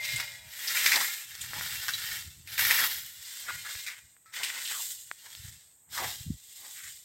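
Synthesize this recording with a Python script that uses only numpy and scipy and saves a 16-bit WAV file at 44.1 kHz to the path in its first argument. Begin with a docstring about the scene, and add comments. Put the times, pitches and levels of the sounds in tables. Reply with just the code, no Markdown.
"""A scythe mows tall orchard grass, close up: each sweep brushes leaves, tears stems, crunches hay
and sets the thin steel blade ringing. Tufts give way, dry stalks snap, brief pings ring out, and short
echoes off soil and trunks shift as the listener moves. Behind it, wind puffs on the microphone,
grasshoppers sizzle, and a far two-stroke engine winds down in the first second."""
import sys
import numpy as np
from scipy import signal
from scipy.fft import rfft, irfft
from scipy.io import wavfile
from scipy.ndimage import uniform_filter1d

SR = 44100
rng = np.random.default_rng(int(sys.argv[2]) if len(sys.argv) > 2 else 0)


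def digitize_waveform(pressure):
    """Quantize a signal to 16-bit integers and store it at the path in sys.argv[1].

    Rows of a 2-D input are taken as channels; values are limited to [-1, 1].
    """
    field = np.atleast_2d(pressure).T
    bounded = np.clip(field, -1, 1)
    quanta = np.round(bounded * 32767).astype(np.int16)
    wavfile.write(sys.argv[1], SR, quanta)


N = 310464
T = np.arange(N) / SR
SLOW_T = T[::32]  # control rate for the envelopes

# EQ curves, each scaled to rms 1 in use: f/Hz, level/dB
MEADOW_EQ = [(30, -10), (100, -3), (300, -11.5), (1000, -12), (2000, -15), (5500, -29), (7000, -3),
             (8400, 6), (9400, -25.5), (12500, -6), (15800, -14)]  # still air, with grasshoppers near 8 kHz
ENGINE_EQ = [(60, -10.5), (120, 5), (240, -13), (450, -31), (580, 6.5), (720, -3), (850, -1), (960, 3.5),
             (1100, -34), (1450, -4.5), (3000, -31)]  # hollow exhaust drone
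WIND_EQ = [(15, -38.5), (28, -26), (45, -8), (85, 2.5), (140, -1.5), (220, -18), (350, -25.5), (700, -55)]  # low rumble on the microphone
HAY_EQ = [(100, -23), (230, -8.5), (330, -10.5), (460, -11), (640, -5), (850, 1), (1150, -2), (1500, -17),
          (2500, -29)]  # dull crunch of crushed hay
STEM_EQ = [(700, -58.5), (1200, -3), (1600, 4), (1850, 8.5), (2150, 6.5), (2500, 0.5), (3500, 3.5),
           (6000, -44)]  # midrange rip of stems
LEAF_EQ = [(1500, -24.5), (2600, -6), (3500, 5), (4400, 0.5), (5300, 1.5), (6200, -5), (8000, -27)]  # bright rustle of leaves
SEED_EQ = [(5000, -32.5), (6400, -1.5), (7300, 6), (8500, 4), (9600, -7), (11000, -25.5)]  # hiss of seed heads
TIP_EQ = [(8500, -35), (10000, -10.5), (11500, -2), (12600, -0.5), (14500, -4.5), (15700, -4)]  # airy fizz of the finest tips
# the far engine winds down: t/s, firing rate/Hz, level/dB
ENGINE_RUNDOWN = [(0, 120.5, -56.5), (.15, 121.7, -60.5), (.3, 113.9, -65), (.45, 104.8, -64),
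                  (.6, 101.7, -69), (.9, 99, -84.5), (1.3, 103.8, -112)]
# gusts on the microphone: centre t/s, half length/s, level/dB
WIND_GUSTS = [(0.174, 0.085, -50.5), (0.447, 0.077, -59), (0.886, 0.18, -76), (1.596, 0.18, -52.5),
              (2.39, 0.52, -55), (3.57, 0.054, -57), (4.05, 0.061, -67), (5.45, 0.1, -59),
              (6.05, 0.1, -49.5), (6.299, 0.043, -40), (6.88, 0.028, -62)]
# single eddies hit the microphone port: t/s, level/dB, f/Hz
WIND_EDDIES = [(0.176, -39, 90), (1.587, -38, 121), (3.76, -45, 79.5), (5.401, -43, 85),
               (5.452, -36.5, 100), (5.486, -40.5, 91), (6.211, -37, 100), (6.267, -32, 146),
               (6.279, -35, 128), (6.306, -20.5, 179), (6.318, -30, 100)]
# dry stalks snap: t/s, level/dB, f/Hz
STALK_SNAPS = [(0.201, -22, 1740), (.6748, -31, 5000), (0.862, -10, 2270), (1.353, -25, 5600),
               (1.534, -22.5, 1730), (1.6105, -21, 1820), (2.5923, -21, 1990), (2.7099, -14, 2054),
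               (3.753, -28, 2010), (4.1665, -46.5, 1870), (5.114, -19, 1710), (5.351, -25, 3670)]
# short pings and clinks, the low, longer ones from the steel blade: t/s, level/dB, f/Hz, t60/s
PINGS_AND_CLINKS = [(.675, -27.5, 5050, 0.081), (1.936, -25, 3930, 0.1), (3.486, -35.5, 1432, 0.3),
                    (3.649, -41, 1694, 0.43), (4.259, -55, 1310, 0.34)]
# tufts give way: t/s, level/dB, f/Hz, decay time constant/s
TUFT_TEARS = [(0.05, -29, 2400, 0.019), (.088, -32, 2370, 0.0096), (0.159, -28, 7500, 0.016),
              (0.197, -26.5, 2140, 0.019), (.674, -28, 5000, 0.026), (.764, -25, 2500, 0.08),
              (0.861, -15, 2100, 0.022), (0.916, -18, 2180, 0.038), (0.957, -20.5, 4080, 0.0062),
              (1.006, -26, 1200, 0.016), (1.41, -30, 7160, 0.019), (1.537, -27.5, 1620, 0.0041),
              (1.609, -29, 2000, .004), (1.881, -23, 1620, 0.017), (1.935, -30, 3850, 0.012),
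              (2.473, -35.5, 2340, 0.011), (2.579, -14, 2080, 0.0047), (2.591, -14, 1990, 0.0058),
              (2.65, -18.5, 1920, 0.014), (2.709, -12, 2130, 0.0075), (2.787, -17, 1800, 0.012),
              (3.648, -38, 1550, 0.065), (3.864, -28.5, 2120, 0.031), (4.258, -56, 1890, 0.11),
              (4.334, -38, 1980, 0.037), (4.431, -26.5, 2780, 0.035), (4.433, -31, 7300, 0.018),
              (4.65, -33, 3120, 0.068), (5.256, -47, 1820, 0.025), (5.976, -25, 1620, 0.0095),
              (6.022, -44, 835, 0.0062)]
# scraping swishes: centre t/s, half length/s, centre f/Hz, level/dB
BLADE_SWISHES = [(0.98, 0.04, 1490, -58), (2.813, .04, 1714, -31.5), (3.489, .02, 1484, -38),
                 (4.752, 0.054, 1354, -45), (6, 0.039, 1000, -36), (6.66, .03, 880, -73)]
# modes of the steel blade: f/Hz, level/dB, t60/s
BLADE_MODES = [(1490, -31, 0.2), (1688, -10, 0.17), (1940, -2.5, 0.12), (2121, 0, 0.11), (2400, -5, 0.13),
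               (2485, -14.5, 0.04), (2830, -10.5, 0.079), (3600, -20, .1), (3870, -6.5, 0.068),
               (4830, -11.5, .08)]
# the blade knocks against something hard: t/s, level/dB
BLADE_KNOCKS = [(3.485, -41.5), (3.866, -51.5)]
# the blade bites into thick clumps near the ground: t/s, stem level/dB, hay level/dB
CLUMP_BITES = [(0.205, -38.5, -50.5), (0.959, -31, -37.5), (1.56, -50, -47.5), (2.71, -29.5, -42),
               (2.82, -44, -42), (3.49, -39.5, -52.5), (3.67, -43.5, -56), (3.91, -43.5, -61.5),
               (4.41, -48, -48), (4.55, -60, -55), (4.72, -40.5, -56), (5.27, -65.5, -61.5),
               (6.023, -34.5, -36.5), (6.65, -54.5, -56.5), (6.8, -45, -85), (6.87, -50.5, -83)]
# cuts about every 1.7 s, drags back between them, and second pushes where a stroke catches:
# t/s, attack/s, hold/s, leaf level/dB, then offsets from it: stems/dB, seeds/dB, tips/dB, ring/dB
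SCYTHE_STROKES = [(-.05, 0.1, 0.15, -39.5, -27, -5, -6, 1), (0.363, 0.43, 0.26, -34.5, -1.5, -2, -0.5, -5),
                  (0.974, 0.69, .48, -40.5, -2, -3.5, -2.5, -16.5),
                  (2.436, 0.089, .005, -42.5, -2, -5.5, -1, -15),
                  (2.561, 0.033, 0.25, -31, -0.5, -6, 1.5, -14.5),
                  (3.025, 0.23, 0.34, -46.5, -6.5, -0.5, -3, -17),
                  (3.546, 0.16, 0.08, -43.5, -13, -2, -4, -7),
                  (4.316, 0.021, 0.25, -43.5, 1.5, -2, -7, -17),
                  (4.343, 0.41, .11, -42, -11, 3.5, 1.5, -27), (4.871, 0.41, 0.22, -53, -5.5, 0, -3.5, -16),
                  (5.883, 0.067, 0.15, -40.5, -7.5, -2.5, -2.5, -23.5),
                  (6.124, .54, .26, -51.5, -16, 3, -1, -11)]


def undb(db):
    """Decibels to gain."""
    return np.exp(np.asarray(db) * (np.log(10) / 20))


def unit(x):
    """Scale to rms 1."""
    return x / np.sqrt(np.mean(x ** 2))


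def colour(x, eq):
    """Minimum-phase EQ through (f/Hz, level/dB) points; the result has rms 1."""
    hz, db = np.transpose(eq)
    bin_hz = np.arange(N // 2 + 1) * SR / N
    log_gain = np.log(undb(np.interp(np.log(bin_hz + 1), np.log(hz), db)))
    cepstrum = irfft(log_gain, N)
    cepstrum[1:N // 2] *= 2
    cepstrum[N // 2 + 1:] = 0
    return unit(irfft(rfft(x) * np.exp(rfft(cepstrum)), N))


def resonance(x, hz, width_hz):
    """Two-pole band-pass, gain 1 at the centre."""
    return signal.lfilter(*signal.iirpeak(hz, hz / min(width_hz, SR / 4), fs=SR), x)


def walk(rate):
    """Random modulator that glides to a new value every 1 / rate s; rms 1."""
    hold = max(int(SR / rate), 1)
    return unit(uniform_filter1d(rng.standard_normal(N)[np.arange(N) // hold], hold))


def crackle(rate, spread_db):
    """Tiny random breaks, about rate a second, most weak and a few strong; rms 1."""
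    size = undb(spread_db * np.minimum(rng.standard_exponential(N), 5))
    return unit((rng.random(N) < rate / SR) * size * rng.choice([-1, 1], N))


def add(out, s, sound):
    """Mix a short sound in at time s."""
    start = max(int(s * SR), 0)
    out[start:start + len(sound)] += sound[:N - start]


def power_sum(gains):
    """Add control-rate envelopes in power and bring them up to audio rate."""
    return np.interp(T, SLOW_T, np.sqrt(sum(g ** 2 for g in gains)))


def swells(times, levels_db, rise_db_per_s=292, fall_db_per_s=202):
    """Envelope that climbs to each level at its time, then dies away."""
    return power_sum(
        undb(db - rise_db_per_s * np.maximum(s - SLOW_T, 0) - fall_db_per_s * np.maximum(SLOW_T - s, 0))
        for s, db in zip(times, levels_db))


def mowing(levels_db, settle_db_per_s):
    """One layer's envelope over all strokes: the blade speeds up evenly, sweeps on, the sound settles."""
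    gains = []
    for (s, attack_s, hold_s, *_), db in zip(SCYTHE_STROKES, levels_db):
        speed = np.clip((SLOW_T - s) / attack_s, 0, 1)
        settling_s = np.maximum(SLOW_T - s - attack_s - hold_s, 0)
        gains.append(speed ** 1.88 * undb(db - settle_db_per_s * settling_s))
    return power_sum(gains)


def meadow(level_db=-62.5):
    """The bed: still air and a faintly flickering chorus of grasshoppers."""
    return colour(rng.standard_normal(N), MEADOW_EQ) * undb(level_db + 0.43 * walk(36))


def engine():
    """One exhaust pulse per turn, slowing as the throttle closes; the air makes it waver."""
    times, hz, db = np.transpose(ENGINE_RUNDOWN)
    firing_hz = np.interp(T, times, hz) * (1 + 0.0033 * walk(27))
    pulses = np.diff(np.floor(np.cumsum(firing_hz) / SR), prepend=0)
    return colour(pulses - pulses.mean(), ENGINE_EQ) * undb(np.interp(T, times, db) + walk(24))


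def wind(breeze_db=-78, eddy_cycles=0.53):
    """Uneven low buffeting, with single eddies that push and pull on the microphone port."""
    gusts = sum(undb(db) * np.exp(-((T - s) / half_s) ** 2) for s, half_s, db in WIND_GUSTS)
    buffeting = unit(colour(rng.standard_normal(N), WIND_EQ) * undb(6.2 * np.tanh(walk(36))))
    out = buffeting * (undb(breeze_db) + gusts)
    for s, db, hz in WIND_EDDIES:
        turn = (T - s) * hz
        near = np.abs(turn) < 4
        out[near] += undb(db) * np.sin(2 * np.pi * turn[near]) * np.exp(-(turn[near] / eddy_cycles) ** 2)
    return out


def ground_echoes(x, near_s=0.0022, far_s=0.0075, near_gain=0.27, far_gain=0.3, drift=0.0916):
    """Soil and trunks send back short echoes, a comb filter that drifts as the listener moves."""
    near, far = (np.interp(T - lag * (1 + drift * walk(1.5)), T, x) for lag in (near_s, far_s))
    return (x + near_gain * near + far_gain * far) / np.sqrt(1 + near_gain ** 2 + far_gain ** 2)


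def snaps(cycles=0.92, splinter_s=0.00032):
    """A dry stalk breaks with a cycle or two of ring and a short burst of splinters."""
    out, t = np.zeros(N), T[:SR // 50]
    hiss = colour(rng.standard_normal(N), LEAF_EQ) + colour(rng.standard_normal(N), SEED_EQ) / 2
    splinters = 0.45 * np.tanh(hiss)
    for s, db, hz in STALK_SNAPS:
        age = hz * t / cycles
        ring = np.sin(2 * np.pi * hz * t) * 2 * age * np.exp(1 - 2 * age)
        burst = splinters[int(s * SR):][:len(t)] * np.exp(-t / splinter_s)
        add(out, s, undb(db) * (ring + burst))
    return signal.sosfilt(signal.butter(1, 300, "high", fs=SR, output="sos"), out)


def pings(waver=0.006):
    """Short pings and clinks, each on one wavering pitch; the low, longer ones are the blade ringing."""
    out, t = np.zeros(N), T[:SR // 3]
    wobble = 1 + waver * walk(200)
    for s, db, hz, t60 in PINGS_AND_CLINKS:
        turns = np.cumsum(hz * wobble[int(s * SR):][:len(t)]) / SR
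        add(out, s, undb(db - 60 * t / t60) * np.sin(2 * np.pi * turns))
    return out


def tufts(body_db=-5, crisp_db=-8, relative_width=0.34, attack_s=0.001):
    """Each tuft tears in a fading volley of breaks: a broad stem body with a crisp leafy edge."""
    out, t = np.zeros(N), T[:SR // 5]
    breaks = crackle(rate=9000, spread_db=4)
    crisp = colour(breaks, LEAF_EQ) + 0.5 * colour(breaks, SEED_EQ) + 0.59 * colour(breaks, TIP_EQ)
    for s, db, hz, decay_s in TUFT_TEARS:
        part = slice(int(s * SR), int(s * SR) + len(t))
        width_hz = relative_width * hz
        body = unit(resonance(resonance(breaks[part], hz, width_hz), hz, 2 * width_hz))
        envelope = (1 - np.exp(-t / attack_s)) * np.exp(-t / decay_s)
        add(out, s, undb(db) * envelope * (undb(body_db) * body + undb(crisp_db) * crisp[part]))
    return out


def stalks(rate, lo_hz, hi_hz, cycles, spread_db):
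    """Each touched stalk rings briefly at a pitch of its own; rms 1."""
    out, t = np.zeros(N), T[:SR // 16]
    for when, pitch, size in rng.random((int(rate * N / SR), 3)):
        hz = lo_hz * (hi_hz / lo_hz) ** pitch
        ring = np.sin(2 * np.pi * hz * t) * np.exp(-hz * t / cycles)
        add(out, when * N / SR, undb(spread_db * size) * ring)
    return unit(out)


def swishes(sink=0.3, grain_hz=170):
    """A narrow scraping resonance swells and fades, sinking in pitch as the swing slows."""
    out = np.zeros(N)
    grain = unit(signal.sosfilt(signal.butter(2, grain_hz, fs=SR, output="sos"), rng.standard_normal(N)))
    for s, half_s, hz, db in BLADE_SWISHES:
        part = np.abs(T - s) < 3 * half_s
        progress = (T[part] - s) / half_s
        glide = np.sqrt(2) * np.sin(2 * np.pi * np.cumsum(hz * np.exp(-sink * progress)) / SR)
        out[part] += undb(db) * np.exp(-progress ** 2) * grain[part] * glide
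    return out


def blade(sing_hz=2099, sing_db=-42, lift_s=0.2, sing_t60=0.19):
    """Drumming stalks and hard knocks ring the thin steel; an opening scrape makes its main mode sing."""
    strikes = crackle(rate=2700, spread_db=3.5)
    ring = sum(undb(db) * unit(resonance(strikes, hz, np.log(1000) / np.pi / t60))
               for hz, db, t60 in BLADE_MODES)
    leaf_db, *_, ring_db = np.transpose(SCYTHE_STROKES)[3:]
    stroked = mowing(leaf_db + ring_db, settle_db_per_s=71)
    knocked = swells(*np.transpose(BLADE_KNOCKS), rise_db_per_s=3000, fall_db_per_s=105)
    sing = unit(np.sin(2 * np.pi * np.cumsum(sing_hz * (1 + 0.005 * walk(120))) / SR))
    fade_db = -60 * np.maximum(T - lift_s, 0) / sing_t60  # rings out once the blade lifts
    return unit(ring) * np.hypot(stroked, knocked) + sing * undb(sing_db + fade_db + 1.5 * walk(102))


def grass_cut(tip_boost_db=2.5, hay_under_stems_db=-19.5):
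    """The scythe brushes leaves in fine grains, tears stems in coarser ones and crunches hay below."""
    leaf_db, stem_db, seed_db, tip_db, _ = np.transpose(SCYTHE_STROKES)[3:]
    bite_times, bite_db, crush_db = np.transpose(CLUMP_BITES)
    leaf_gain = mowing(leaf_db, settle_db_per_s=85)
    seed_gain = mowing(leaf_db + seed_db, settle_db_per_s=67.5)
    tip_gain = mowing(leaf_db + tip_db + tip_boost_db, settle_db_per_s=84.5)
    tearing = mowing(leaf_db + stem_db, settle_db_per_s=115.5)
    stem_gain = np.hypot(tearing, swells(bite_times, bite_db))
    hay_gain = np.hypot(tearing * undb(hay_under_stems_db), swells(bite_times, crush_db))
    catch = walk(55)  # all layers catch and slip together
    breaks = crackle(rate=2200, spread_db=3.5)
    brush = unit(crackle(rate=14000, spread_db=0.5) + 0.77 * breaks)
    thin = stalks(rate=140, lo_hz=2627, hi_hz=6034, cycles=72, spread_db=8)
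    thick = stalks(rate=130, lo_hz=1374, hi_hz=2478, cycles=41, spread_db=16)
    leaves = unit(colour(brush, LEAF_EQ) + 0.5 * thin) * leaf_gain
    seeds = colour(brush, SEED_EQ) * seed_gain
    tips = colour(crackle(rate=27000, spread_db=4.5), TIP_EQ) * tip_gain
    stems = unit(colour(breaks + 0.48 * rng.standard_normal(N), STEM_EQ) + 0.29 * thick) * stem_gain
    hay = colour(crackle(rate=1600, spread_db=3), HAY_EQ) * hay_gain
    return (leaves + seeds + tips) * undb(1.15 * catch) + (stems + hay) * undb(1.9 * catch)


def scene(stems_left=0.18, tips_right=0.015, seed_width=0.16):
    """A near-mono mix: the stem band leans left, the tips a hair right, the seed hiss is widened."""
    scythe = ground_echoes(grass_cut()) + swishes() + blade() + tufts() + pings() + snaps()
    mid = scythe + wind() + engine() + meadow()
    stem_band = signal.sosfiltfilt(signal.butter(3, [1300, 2200], "band", fs=SR, output="sos"), mid)
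    tip_band = resonance(mid, 13600, 900)
    seed_band = resonance(resonance(mid, 8500, 1500), 8500, 1500)
    side = stems_left * stem_band - tips_right * tip_band
    side += seed_width * np.gradient(seed_band)  # a quarter-cycle shift skews left and right in phase
    return np.array([mid + side, mid - side])


def record(dry, low_cut_hz=38, high_cut_hz=15800):
    """A gentle low cut takes out the deepest rumble, a steep high cut the very top."""
    dry = signal.sosfilt(signal.butter(2, low_cut_hz, "high", fs=SR, output="sos"), dry)
    return signal.sosfilt(signal.ellip(10, 0.2, 80, high_cut_hz, fs=SR, output="sos"), dry)


dry = scene()
out = record(dry)
digitize_waveform(out)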